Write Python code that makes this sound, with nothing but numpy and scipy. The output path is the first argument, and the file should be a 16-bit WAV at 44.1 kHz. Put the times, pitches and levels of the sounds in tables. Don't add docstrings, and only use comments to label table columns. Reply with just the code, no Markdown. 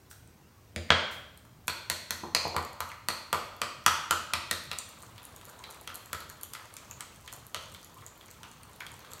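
import sys
import numpy as np
from scipy import signal
from scipy.fft import irfft
from scipy.io import wavfile
from scipy.ndimage import uniform_filter1d

SR = 44100
rng = np.random.default_rng(int(sys.argv[2]) if len(sys.argv) > 2 else 0)


def decibels_to_gain(level_db):
    exponent = np.asarray(level_db, float) / 20
    return 10 ** exponent


def wrap_up_sound(samples):
    columns = np.atleast_2d(samples).T
    tamed = np.clip(columns, -1, 1)
    steps = np.round(tamed * 32767).astype(np.int16)
    wavfile.write(sys.argv[1], SR, steps)


N = 405719

# mode [Hz], width [Hz], level [dB].
WALL = [(1950, 400, 0.5), (2510, 590, -1), (3320, 610, 2)]
RIM = [(4250, 320, -8.5), (4310, 320, -4.5), (4430, 610, -8)]
SPOON = [(6360, 2000, -7), (7900, 4100, -4), (9600, 3900, -2.5)]
SPOON_TOP = [(11800, 2000, 2), (14200, 1900, -6)]
# start [s], tick [dB], bottom tone [dB], rim tone [dB], wall tone [Hz].
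BEATS = [(1.68, -14.5, -35, -26, 2420), (1.899, -10.5, -40.5, -26.5, 2100),
         (2.1062, -14, -39.5, -31.5, 1890), (2.3481, -10, -33, -20, 2470), (2.564, -21, -32, -34.5, 2000),
         (2.804, -21, -34.5, -37.5, 2080), (2.915, -39, -49, -51, 1950), (3.0851, -13, -33.5, -26, 2440),
         (3.3281, -15, -28, -35.5, 2240), (3.6161, -15.5, -31, -35, 2410),
         (3.8623, -4.5, -20.5, -29.5, 1730), (4.1083, -8.5, -24, -36, 2930),
         (4.3349, -13.5, -32, -31, 2400), (4.5109, -11.5, -36.5, -32, 1870)]
# wall [dB], deep bottom [dB], upper wall [dB], rim [Hz].
BEAT_SPOTS = [(-33.5, 4, 0, 4260), (-33, 7.5, 0, 4220), (-37, 5.5, -1, 4210), (-28, 4, -5, 4280),
              (-34, 8, -3.5, 4300), (-41, 6.5, -3, 4200), (-48, -11, -9, 4400), (-34, 4.5, -3, 4270),
              (-31, 5, -10, 4400), (-33, -3, -0.5, 4480), (-23.5, 2, 1.5, 4700), (-29, -4, -2, 4100),
              (-30, 4.5, -1, 4000), (-34, 0, -5, 3860)]
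BEAT_SHARPNESS = [4, 2, 1, 3, 6, 6, 0, 4.5, 6, 2, -3, -2, 5, 5]
# start [s], tick [dB], bottom tone [dB], wall tone [dB], wall tone [Hz].
TAPS = [(4.714, -24, -42.5, -37, 2400), (5.179, -45, -62, -50, 3530), (5.4114, -42, -59, -56.5, 3320),
        (5.638, -38, -62, -45.5, 4030), (5.874, -27.5, -45, -42.5, 3180), (6.1297, -20, -37.5, -39, 1820),
        (6.5346, -23.5, -51, -53, 3540), (6.5496, -41, -45.5, -45.5, 2070), (6.766, -25, -62, -51.5, 2380),
        (7.0065, -22.5, -50, -46, 2200), (7.2757, -31.5, -59, -47, 3140), (7.5449, -21, -40.5, -37, 3120),
        (7.746, -36, -57, -49, 3380), (8.21, -47, -69, -55, 3200), (8.4307, -34, -52.5, -52.5, 3200),
        (8.8038, -32, -45.5, -46.5, 2230), (8.865, -32, -66, -47.5, 3270), (9.046, -46, -54.5, -55, 2080)]
# start [s], level [dB], pitch [Hz].
ACCENTS = [(1.68, 3.5, 2510), (1.68, 4, 1050), (1.899, 7.5, 2010), (2.1065, -2, 3820), (2.3484, 14, 2450),
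           (2.3484, 16.5, 4750), (2.3484, 8, 6270), (2.5641, -5, 4500), (4.7142, 0, 2715),
           (2.5641, -10, 2500), (2.5641, -5, 3700), (2.804, -6, 3840), (2.915, -3, 2000),
           (3.0852, 7.5, 1950), (3.0852, -5, 3280), (3.3281, 7.5, 3290), (3.6163, -9, 1950),
           (3.8628, 9.5, 2960), (4.1089, 7, 4580), (4.3353, 3, 5220), (4.5114, 9, 1850), (4.5114, 7, 4270),
           (6.5351, -9, 4800), (8.8041, -1, 2340), (4.7142, 6.5, 3890), (5.875, -30, 3360),
           (7.0072, -1, 7900), (6.1292, -15, 3680)]
# time [s], pitch [Hz].
BOTTOM_TONE = [(2.1, 1490), (2.35, 1100), (2.8, 1210), (3.6, 1185), (4.1, 1320), (4.33, 1234), (5.9, 1340),
               (7.55, 1230), (8.8, 1510)]
# start [s], level [dB], pitch [Hz].
ROCKS = [
    (2.235, -27.5, 950),
    (2.451, -22.5, 860),
    (2.544, -26, 866),
    (2.625, -36, 1150),
    (6.59, -47, 1170),
]
# start [s], level [dB], pitch [Hz].
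GRAZES = [(5.031, -35, 977), (5.218, -36, 2700), (5.689, -30, 820), (7, -34, 1500), (6.298, -31, 1700),
          (6.911, -32, 2600), (7.328, -28, 990), (8.018, -47, 1150), (8.24, -40, 1000),
          (8.439, -29.5, 2850), (8.919, -43, 902), (6.434, -30.5, 3200), (6.205, -28, 4200),
          (7.985, -39, 3300), (8.022, -35, 2000), (8.285, -35.5, 2200), (8.633, -39, 2600),
          (9.115, -32.5, 3400), (2.9, -30, 2800), (1.449, -39, 1260), (5.879, -40, 3800),
          (8.818, -26, 1800), (8.832, -37, 1550), (8.848, -45, 1300), (5.9, -24.5, 1500),
          (6.146, -36, 1200), (5.9, -30, 2600), (7.553, -27, 3000), (7.284, -32, 2600), (5.645, -32, 3800),
          (6.595, -29, 1750)]

# start [s], level [dB], centre [Hz].
WET_TICKS = [(0.2753, -43, 9100), (1.375, -34, 9400), (1.4522, -44, 11000), (1.672, -30, 11400),
             (2.4791, -29.5, 6200), (2.6278, -30, 9300), (2.6498, -30, 7900), (2.7314, -32, 8800),
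             (2.8905, -34, 8380), (4.6375, -33, 11500), (4.7722, -36, 8850), (4.7864, -14, 8550),
             (4.8904, -30, 10300),
             (5.0256, -29.5, 8400), (5.24, -33, 10200), (5.252, -27.5, 10100), (5.3627, -29, 8500),
               (5.453, -29, 11500), (5.4974, -32.5, 9800), (5.5918, -35, 8400), (5.704, -29, 9600),
               (5.7097, -27, 11200), (5.7456, -33, 9100), (5.812, -29, 10300), (5.944, -26, 10300),
               (5.951, -25, 9100), (5.956, -21, 10400), (6.2046, -25, 11900), (6.299, -24, 7300),
               (6.412, -31, 10500), (6.4329, -19, 11300), (6.7394, -30, 9600), (6.911, -26, 7100),
               (7.327, -24, 11300), (7.336, -25, 9300), (7.467, -30.5, 9900), (7.7228, -33, 8540),
               (7.846, -30.5, 11400), (8.0641, -26, 7400), (8.312, -31, 7400), (8.5145, -32, 8750),
               (8.9173, -32, 9600), (9.1342, -23.5, 8000),
             (4.9887, -38, 8000), (5.006, -37, 12100), (5.034, -37, 10000), (5.1797, -40, 13500),
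               (5.231, -34, 10400), (5.447, -37, 12000), (5.484, -37, 11000), (5.492, -35, 8000),
               (5.505, -44, 12500), (5.677, -46, 10000), (5.724, -33, 9000), (6.059, -31, 7440),
               (6.6559, -36, 8000), (7.211, -40, 7610), (7.2546, -43, 7000), (7.363, -31, 11700),
               (7.6262, -38, 11000), (7.8146, -37, 10800), (7.944, -36, 7750), (8.044, -44, 6940),
               (8.2597, -39, 9180), (8.2827, -39, 6060), (8.633, -31, 9100), (8.6972, -39, 11900),
               (8.7326, -39, 8910), (8.761, -34, 11600), (8.941, -34.5, 8300), (8.9931, -36, 12860),
               (9.005, -37.5, 6440), (9.107, -38, 8770), (9.113, -40, 7640), (9.181, -38, 6940)]
SMALL_TICKS = [(2.147, -38, 9000), (3.565, -43, 13000), (3.840, -43, 5500), (4.654, -39, 4000),
               (4.7304, -35, 11260), (4.802, -44, 7090), (5.020, -42, 7000), (5.065, -44, 6570),
               (5.4634, -44, 7400), (5.8965, -42, 11500), (6.2938, -37, 7100), (6.5484, -34, 11800),
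               (6.8483, -44, 8040), (6.8554, -44, 7180), (6.9015, -45, 6560), (7.1462, -48, 7200),
               (7.16, -44, 8050), (7.2614, -41, 7114), (7.3208, -41, 9000), (7.6114, -41, 11500),
               (7.6374, -42, 8920), (7.6575, -45, 6790), (7.7178, -41, 9310), (7.7414, -35, 8250),
               (7.8297, -41, 5480), (7.9754, -43, 8860), (7.9838, -47, 7690), (8.0192, -47, 9110),
               (8.0744, -42, 7150), (8.1773, -41, 12800), (8.2657, -43, 9770), (8.305, -39, 7010),
               (8.870, -44, 12100), (8.9654, -47, 11900), (9.1177, -35.5, 7630), (9.1944, -38, 6460)]
# mode [Hz], width [Hz], level [dB].
GLINTS = [(4280, 1100, -10), (7000, 1700, -5.5), (9250, 1400, -8), (11900, 2200, -3.5), (14500, 2400, -10)]
# middle [s], level [dB], pitch [Hz].
SLOSHES = [(5.029, -65, 953), (5.491, -60, 1480), (5.6, -58.5, 984), (7.251, -58.5, 987), (7.97, -57, 1050),
           (8.19, -64, 994), (8.421, -60, 952), (8.69, -58, 1017), (8.93, -58, 926), (9.05, -71, 977),
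           (8.83, -60, 1500)]
# time [s], level [dB].
PRESSURE = [(4.72, 7.5), (4.86, 1), (5.4, 1), (5.74, 3.5), (5.85, -1), (6.0, 2.5), (6.5, -2.5), (6.89, 2),
            (7.5, -4), (8.0, -1), (8.6, -1.5), (9.2, 4.5)]
# frequency [Hz], level [dB per Hz].
DRAG_TONE = [(250, -43), (500, -3.5), (800, -9), (1100, 0), (1500, -9.5), (2200, -11.5), (4500, -15),
             (6000, -58)]
FIZZ_TONE = [(3000, -26), (5000, -12), (7500, -9), (12000, -9.5), (16000, -8.5)]
# peak [s], level [dB], fade [dB per s].
RUSTLE = [
    (0.096, -50.5, 152),
    (1.105, -48.5, 129),
    (4.62, -63, 146),
]

# frequency [Hz], width [Hz], level [dB].
SNAP = (0.112, -13)
SNAP_MODES = [(1500, 340, 1), (3530, 4200, -11.5), (5760, 270, -3), (8400, 240, 5), (11300, 700, -7)]
TOUCH = (.7612, 2.7)
TOUCH_MODES = [(850, 770, -12.5), (1400, 980, -24), (2100, 650, 0.5), (3220, 2300, -9.5), (4800, 420, -6.5),
               (7000, 600, -8.5), (9100, 2200, -12.5), (13000, 3300, -23)]
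LAND = (.9038, 17.1)
LAND_MODES = [(750, 500, -18), (1077, 650, -2), (1510, 500, 2), (2000, 600, 0), (2680, 1900, -6),
              (3253, 225, 3.5), (4150, 1900, -10), (6760, 1200, -18), (8400, 240, -11.5)]
# (frequency [Hz], width [Hz], level [dB]).
LID = (0.724, -22), [(3110, 69, 0)]
EDGE_FIRST = (.891, -11), [(2040, 540, 4), (8000, 2400, -27)]
CORNER = (.7612, 7.2), [(2110, 640, 0.5)]
FACE = (.9042, 18), [(1850, 550, 0), (3360, 430, -1), (8450, 300, -24)]
GLASS = (.906, 8.1), [(3150, 60, -4), (3310, 41, -4), (3235, 40, -2), (8400, 170, -14)]
# mode [Hz], t60 [s], level [dB].
AFTERRING = (.906, -45), [(3290, 0.78, 0.5), (3140, .8, -1)]

# start [s], boom [dB], cabinet [dB], slab [dB].
THUMPS = [(0.762, -37, -33, -63), (0.902, -32, -25.5, -33), (1.68, -50.5, -43.5, -44),
          (1.9, -49, -39.5, -39.5), (2.106, -49.5, -42, -42), (2.233, -55, -36, -33),
          (2.347, -49, -40, -30.5), (2.451, -45.5, -39.5, -40), (2.56, -38.5, -36, -29),
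          (2.802, -48, -45, -47), (3.085, -52, -40, -46), (3.327, -46.5, -36, -20),
          (3.614, -53, -38.5, -36.5), (3.863, -43, -37, -54), (4.108, -45.5, -39, -46),
          (4.332, -46, -38, -37), (4.511, -46.5, -39, -37), (4.713, -54, -50.5, -40),
          (5.873, -58, -56, -46), (6.13, -49, -47, -37), (7.547, -52, -51.5, -33.5)]
# mode [Hz], t60 [s], level [dB].
BOOM = [(84.4, 0.24, 12), (104, 0.115, 5)]
# mode [Hz], width [Hz], level [dB].
CABINET = [(145.5, 34, 16.5), (224.2, 27.5, 11), (347, 23, -0.5), (472, 38, -2.5), (595, 150, 2)]
SLAB = [(492, 300, -4.5), (627, 325, 1.5)]
# start [s], level [dB], pitch [Hz].
HOLLOW = [
    (0.911, -9, 350),
    (2.57, -10, 370),
    (3.332, -7, 384),
    (3.62, -23, 370.3),
    (4.335, -26, 351),
    (4.51, -17, 364),
    (0.766, -8, 201),
    (0.768, -12, 800),
]

# frequency [Hz], t60 [s].
ROOM_DECAY = [(60, 0.1), (250, 0.56), (700, 0.73), (1500, 0.7439), (3000, 0.74), (6000, 0.66),
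              (10000, 0.49), (16000, 0.46)]
# frequency [Hz], level [dB].
ROOM_RETURN = [(200, 7), (1500, -0.5), (5000, 1.5), (10000, -4.5), (16000, -5.5)]
# delay [s], level [dB].
ECHOES = [(.0013, -25.5), (.0058, -7), (0.01, -9.5), (.016, -7.5), (.019, -8), (0.026, -11)]
# frequency [Hz], level [dB].
HUSH = [(15, -51), (30, -22), (60, -7), (84, -1.5), (110, -3.5), (140, -8), (280, -13.5), (500, -18.5),
        (1300, -23), (3000, -29), (10400, -32.5), (16000, -29)]
# frequency [Hz], level [dB].
MIC = [(20, -5), (60, 4), (4500, 1), (5100, 1.5), (5800, 2), (9600, -0.5), (10400, -3), (11300, -0.5),
       (16000, -2.5)]


def evened(x):
    return x / np.sqrt(np.mean(x ** 2) + 1e-20)


def read(points, hz):
    f, value = np.transpose(points)
    return np.interp(np.log(hz + 1), np.log(f + 1), value)


def add(mix, s, sound):
    part = mix[round(s * SR):][:len(sound)]
    part += sound[:len(part)]


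def blow(modes, chance, skirt=1.49, chatter=1.69, late=0.001067):
    hz = abs(np.fft.fftfreq(4096, 1 / SR))
    power = sum(decibels_to_gain(db) ** 2 / (1 + (2 * (hz - f) / width) ** 2) ** skirt for f, width, db in modes)
    log_gain = np.log(power * np.minimum(hz / 300, 1) ** 4 + 1e-6 * power.max()) / 2
    minimum_phase = np.exp(np.conj(signal.hilbert(log_gain)))[:2049]
    hz = hz[:2049]
    spots = np.linspace(0, SR / 2, len(chance))
    delay = late / (1 + (hz / 2500) ** 2)
    delay = delay + chatter * late * abs(np.interp(hz, spots, chance)) / 2
    lag = np.exp(-2j * np.pi * np.cumsum(delay) * SR / 4096)
    return irfft(minimum_phase * lag)[:2048]


def ring(modes, chance, spread, rise):
    t = np.arange(round(SR * max(m[1] for m in modes))) / SR
    y = np.zeros(len(t))
    for (hz, t60, db), u, v in zip(modes, chance, chance[::-1]):
        fade = decibels_to_gain(db + 0.86 * u - 60 * t / t60)
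        y += fade * np.sin(2 * np.pi * hz * (1 + spread * v) * t + 2 * u)
    y = y * (1 - np.exp(-t / rise))
    return y / abs(y).max()


def coloured(tone, patchy_db, size=512):
    frames, hz = 4 * N // size + 5, np.fft.rfftfreq(size, 1 / SR)
    a, b, patches = rng.standard_normal((frames, len(hz), 3)).T
    patches = uniform_filter1d(uniform_filter1d(patches, size=9, axis=0), size=9, axis=1)
    z = (a + 1j * b) * decibels_to_gain(read(tone, hz)[:, None] + patchy_db * evened(patches))
    return evened(signal.istft(z, nperseg=size, noverlap=3 * size // 4)[1][:N])


def knock(out, facing, row, u):
    s, tick_db, low_db, wall_db, rim_db, wall_hz, deep_db, upper_db, rim_hz, edge_db = row
    low_hz = np.interp(s, *np.transpose(BOTTOM_TONE))
    bottom = [(low_hz, 220, low_db + 43.0), (980, 200, low_db + deep_db + 35),
              (1400, 300, low_db + 37.5), (620, 400, low_db + 18)]
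    shifted = [(f * (1 + 0.041 * a), w * 1.03, db + upper_db * (f > 2900) + 0.65 * b)
               for (f, w, db), a, b in zip(WALL, u[3:], u[6:])]
    wall = [(f, w, db + wall_db + 32.5) for f, w, db in shifted + [(wall_hz, 380, 4)]]
    smear = 1 + 2.0 * (s > 3.2)
    rim = [(f * rim_hz / RIM[1][0], w * smear, db + rim_db + 37.5) for f, w, db in RIM]
    spoon_hz = 7400 + 1530 * np.tanh(u[1])
    sharp_db = -5 * np.tanh(u[2])
    spoon = [(f, w, db + tick_db + 11.5) for f, w, db in SPOON + [(spoon_hz, 900, 1.5)]]
    top = [(f, w, db + tick_db + sharp_db + edge_db + 7.0) for f, w, db in SPOON_TOP]
    accent = [(f, 260, db) for when, db, f in ACCENTS if abs(when - s) < 1 / 200]
    broad_accent = [(f, 1.6 * w, db - 5.0) for f, w, db in accent]

    chatter = 1.35 + 2.405 * (tick_db < -24)
    add(out, s + .0004, blow(bottom + wall + broad_accent + rim + spoon + top, u, skirt=1.64, chatter=chatter))
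    if accent:
        add(facing, s + .0004, decibels_to_gain(-5.5) * blow(accent, u, skirt=3.0, chatter=1.3))
    return_s = s + 0.0016 + .0006 * np.tanh(u[0])
    add(facing, return_s, decibels_to_gain(-4.0) * blow(wall + accent + rim + spoon, u[::-1]))


def bowl():
    knocks = []
    for (s, tick, low, rim, hz), (wall, *spot), sharp in zip(BEATS, BEAT_SPOTS, BEAT_SHARPNESS):
        knocks.append((s, tick, low, wall, rim, hz, *spot, sharp))
    for s, tick, low, wall, hz in TAPS:
        knocks.append((s, tick, low, wall, wall - 5.5, hz, 0, 0, 4300, 2.5))
    out, facing = np.zeros(N), np.zeros(N)
    chance = rng.standard_normal((len(knocks) + len(ROCKS), 40))
    for row, u in zip(knocks, chance):
        knock(out, facing, row, u)
    for (s, db, hz), u in zip(ROCKS, chance[len(knocks):]):
        add(out, s, blow([(hz, 300, db + 30.0), (520, 250, db + 25), (930, 200, db + 29)], u, chatter=3.93))
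    for (s, db, hz), u in zip(GRAZES, chance[::-1]):
        add(out, s, blow([(hz, 600, db + 17.0), (1250, 500, db + 15.0)], u, chatter=4.47))
    return out, facing


def tears(rows, level_db):
    out, snaps = np.zeros(N), np.zeros(N)
    lead = round(.008 * SR)
    for (s, db, hz), u in zip(rows, rng.standard_normal((len(rows), 16))):
        film = [(hz, (0.42 + 0.12 * np.tanh(u[2])) * hz, 0)]
        film += [(f, w, d + 7 * np.tanh(v)) for (f, w, d), v in zip(GLINTS, u[3:])]
        step_s = abs(np.r_[0, u[8:12]]) * .0007
        steps = np.bincount(np.round(step_s * SR).astype(int), np.r_[1, .6 * np.tanh(u[12:])])
        click = np.convolve(steps, blow(film, u, skirt=3, chatter=1.5, late=.0004))
        click = decibels_to_gain(db + level_db) * click / abs(click).max()
        grains = decibels_to_gain(-29) * rng.standard_normal(4 * lead) * (rng.random(4 * lead) < .06)
        grains = grains * np.exp(-abs(np.arange(4 * lead) - lead) / lead)
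        grains[lead] = 1
        add(out, s - lead / SR, signal.fftconvolve(grains, click))
        add(snaps, s, click * (db > -31))
    return out, snaps


def ticks():
    out, snaps = tears(WET_TICKS, level_db=-4.0)
    for hz in np.geomspace(7000, 13000, num=5):
        falls = (rng.random(N) < 24 / SR) * (np.arange(N) > 4.75 * SR)
        falls = falls * decibels_to_gain(3.5 * np.minimum(rng.exponential(1, N), 2))
        click = blow([(hz, .8 * hz, 0)], rng.standard_normal(16), skirt=2, chatter=3, late=.0006)
        out += decibels_to_gain(-58) * signal.oaconvolve(falls, click / abs(click).max())[:N]
    return out, snaps


def sloshes():
    length_s, rise, rough = .05, 0.307, 0.63
    out, t = np.zeros(N), np.arange(0, length_s, 1 / SR)
    for s, db, hz in SLOSHES:
        wobble = evened(uniform_filter1d(rng.standard_normal(len(t)), size=150))
        note = np.sin(2 * np.pi * hz * t * (1 + rise * (t / length_s - 1) / 2))
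        add(out, s - length_s / 2, decibels_to_gain(db) * np.hanning(len(t)) * (1 + rough * wobble) * note)
    return out


def stirring():
    t = np.arange(N) / SR
    pressure_db = np.interp(t, *np.transpose(PRESSURE))
    mixing = t > 4.72
    drag = mixing * decibels_to_gain(-60 + pressure_db) * coloured(DRAG_TONE, patchy_db=3.0, size=256)
    rustle = np.zeros(N)
    for s, db, fade_db in RUSTLE:
        rustle += np.clip((t - s) / 0.011, 0, 1) * decibels_to_gain(db - fade_db * abs(t - s))
    fizz = mixing * decibels_to_gain(-66.5 + 0.72 * pressure_db)
    return drag + (fizz + rustle) * coloured(FIZZ_TONE, patchy_db=0.5, size=256)


def carton():
    out, facing, chance = np.zeros(N), np.zeros(N), rng.standard_normal((7, 40))
    strikes = [(SNAP, SNAP_MODES), LID, (TOUCH, TOUCH_MODES), (LAND, LAND_MODES), EDGE_FIRST]
    for ((s, db), modes), u in zip(strikes, chance):
        add(out, s, decibels_to_gain(db) * blow(modes, u, skirt=1.85, chatter=1.46, late=0.001118))
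    (s, db), modes = CORNER
    add(facing, s, decibels_to_gain(db) * blow(modes, chance[5], skirt=2.18, chatter=1.25))
    (s, db), modes = FACE
    add(facing, s, decibels_to_gain(db) * blow(modes, chance[6], skirt=1.6, chatter=.6))
    return out, facing


def glass():
    out = np.zeros(N)
    (s, db), modes = GLASS
    add(out, s, decibels_to_gain(db) * blow(modes, rng.standard_normal(40), skirt=1.8, chatter=1.1))
    (s, db), modes = AFTERRING
    add(out, s, decibels_to_gain(db) * ring(modes, np.zeros(2), spread=0, rise=0.003))
    return out


def counter():
    boom, cabinet, chance = np.zeros(N), np.zeros(N), rng.standard_normal((len(THUMPS), 40))
    for (s, boom_db, cabinet_db, slab_db), u in zip(THUMPS, chance):
        add(boom, s, decibels_to_gain(boom_db - 1.0) * ring(BOOM, u[:2], spread=0.011, rise=0.037))
        add(cabinet, s, decibels_to_gain(cabinet_db + 34.5) * blow(CABINET, u, chatter=1.0, late=0.00086))
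        add(cabinet, s, decibels_to_gain(slab_db + 25.0) * blow(SLAB, u[::-1], chatter=1.0, late=0.00097))
    for (s, db, hz), u in zip(HOLLOW, chance):
        add(cabinet, s, decibels_to_gain(db) * blow([(hz, 90, 0)], u, chatter=0.91, late=0.00083))
    return boom, cabinet


def kitchen(x, wet_db=-2.5):
    out, t = np.zeros(N), np.arange(N) / SR
    dulled = signal.lfilter([.35], [1, -.65], x)
    for s, db in ECHOES:
        add(out, s, decibels_to_gain(db) * dulled)
    count = (SR - 73) // 16
    for k in range(3):
        taps = np.zeros(SR)
        places = np.arange(72, SR - 16, 16) + rng.integers(0, 16, count)
        taps[places] = rng.choice([-1., 1.], count)
        hz, s, z = signal.stft(taps, SR, nperseg=256)
        decay_db = read(ROOM_RETURN, hz)[:, None] - 60 * s / read(ROOM_DECAY, hz)[:, None]
        tail = signal.istft(z * decibels_to_gain(decay_db), SR, nperseg=256)[1]
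        tail = tail * (1 - np.exp(-np.arange(len(tail)) / SR / 0.0011))
        turn = np.sqrt(2 / 3) * np.cos(np.pi * (t / .37 + k / 3))
        out += decibels_to_gain(wet_db) * signal.fftconvolve(x * turn, tail / np.linalg.norm(tail))[:N]
    return out


def hush():
    return decibels_to_gain(-59) * coloured(HUSH, patchy_db=1.5, size=2048)


def scene():
    boom, cabinet = counter()
    knocks, bowl_facing = bowl()
    box, box_facing = carton()
    wet, snaps = ticks()
    near = knocks + box + glass() + cabinet + sloshes()
    facing = bowl_facing + box_facing
    steady = kitchen(near + decibels_to_gain(-11.5) * facing) + boom + stirring() + hush()
    wet = wet + tears(SMALL_TICKS, level_db=0.5)[0]
    steady += wet - snaps + kitchen(wet, wet_db=-4.5)
    edge, top = (signal.firwin(401, hz, window=("kaiser", 9), fs=SR) for hz in (15950, 16750))
    sharp = signal.oaconvolve(near + facing + snaps, top, "same")
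    return (sharp + signal.oaconvolve(steady, edge, "same"))[None]


def roll_off(x):
    return signal.sosfilt(signal.butter(12, 17040, fs=SR, output="sos"), x)


def record(dry):
    hz = np.fft.rfftfreq(1024, 1 / SR)
    colour = np.roll(irfft(decibels_to_gain(read(MIC, hz))), 512) * np.hanning(1024)
    mix = signal.oaconvolve(dry, colour[None], "same")
    return roll_off(mix)


dry = scene()
out = record(dry)
wrap_up_sound(out)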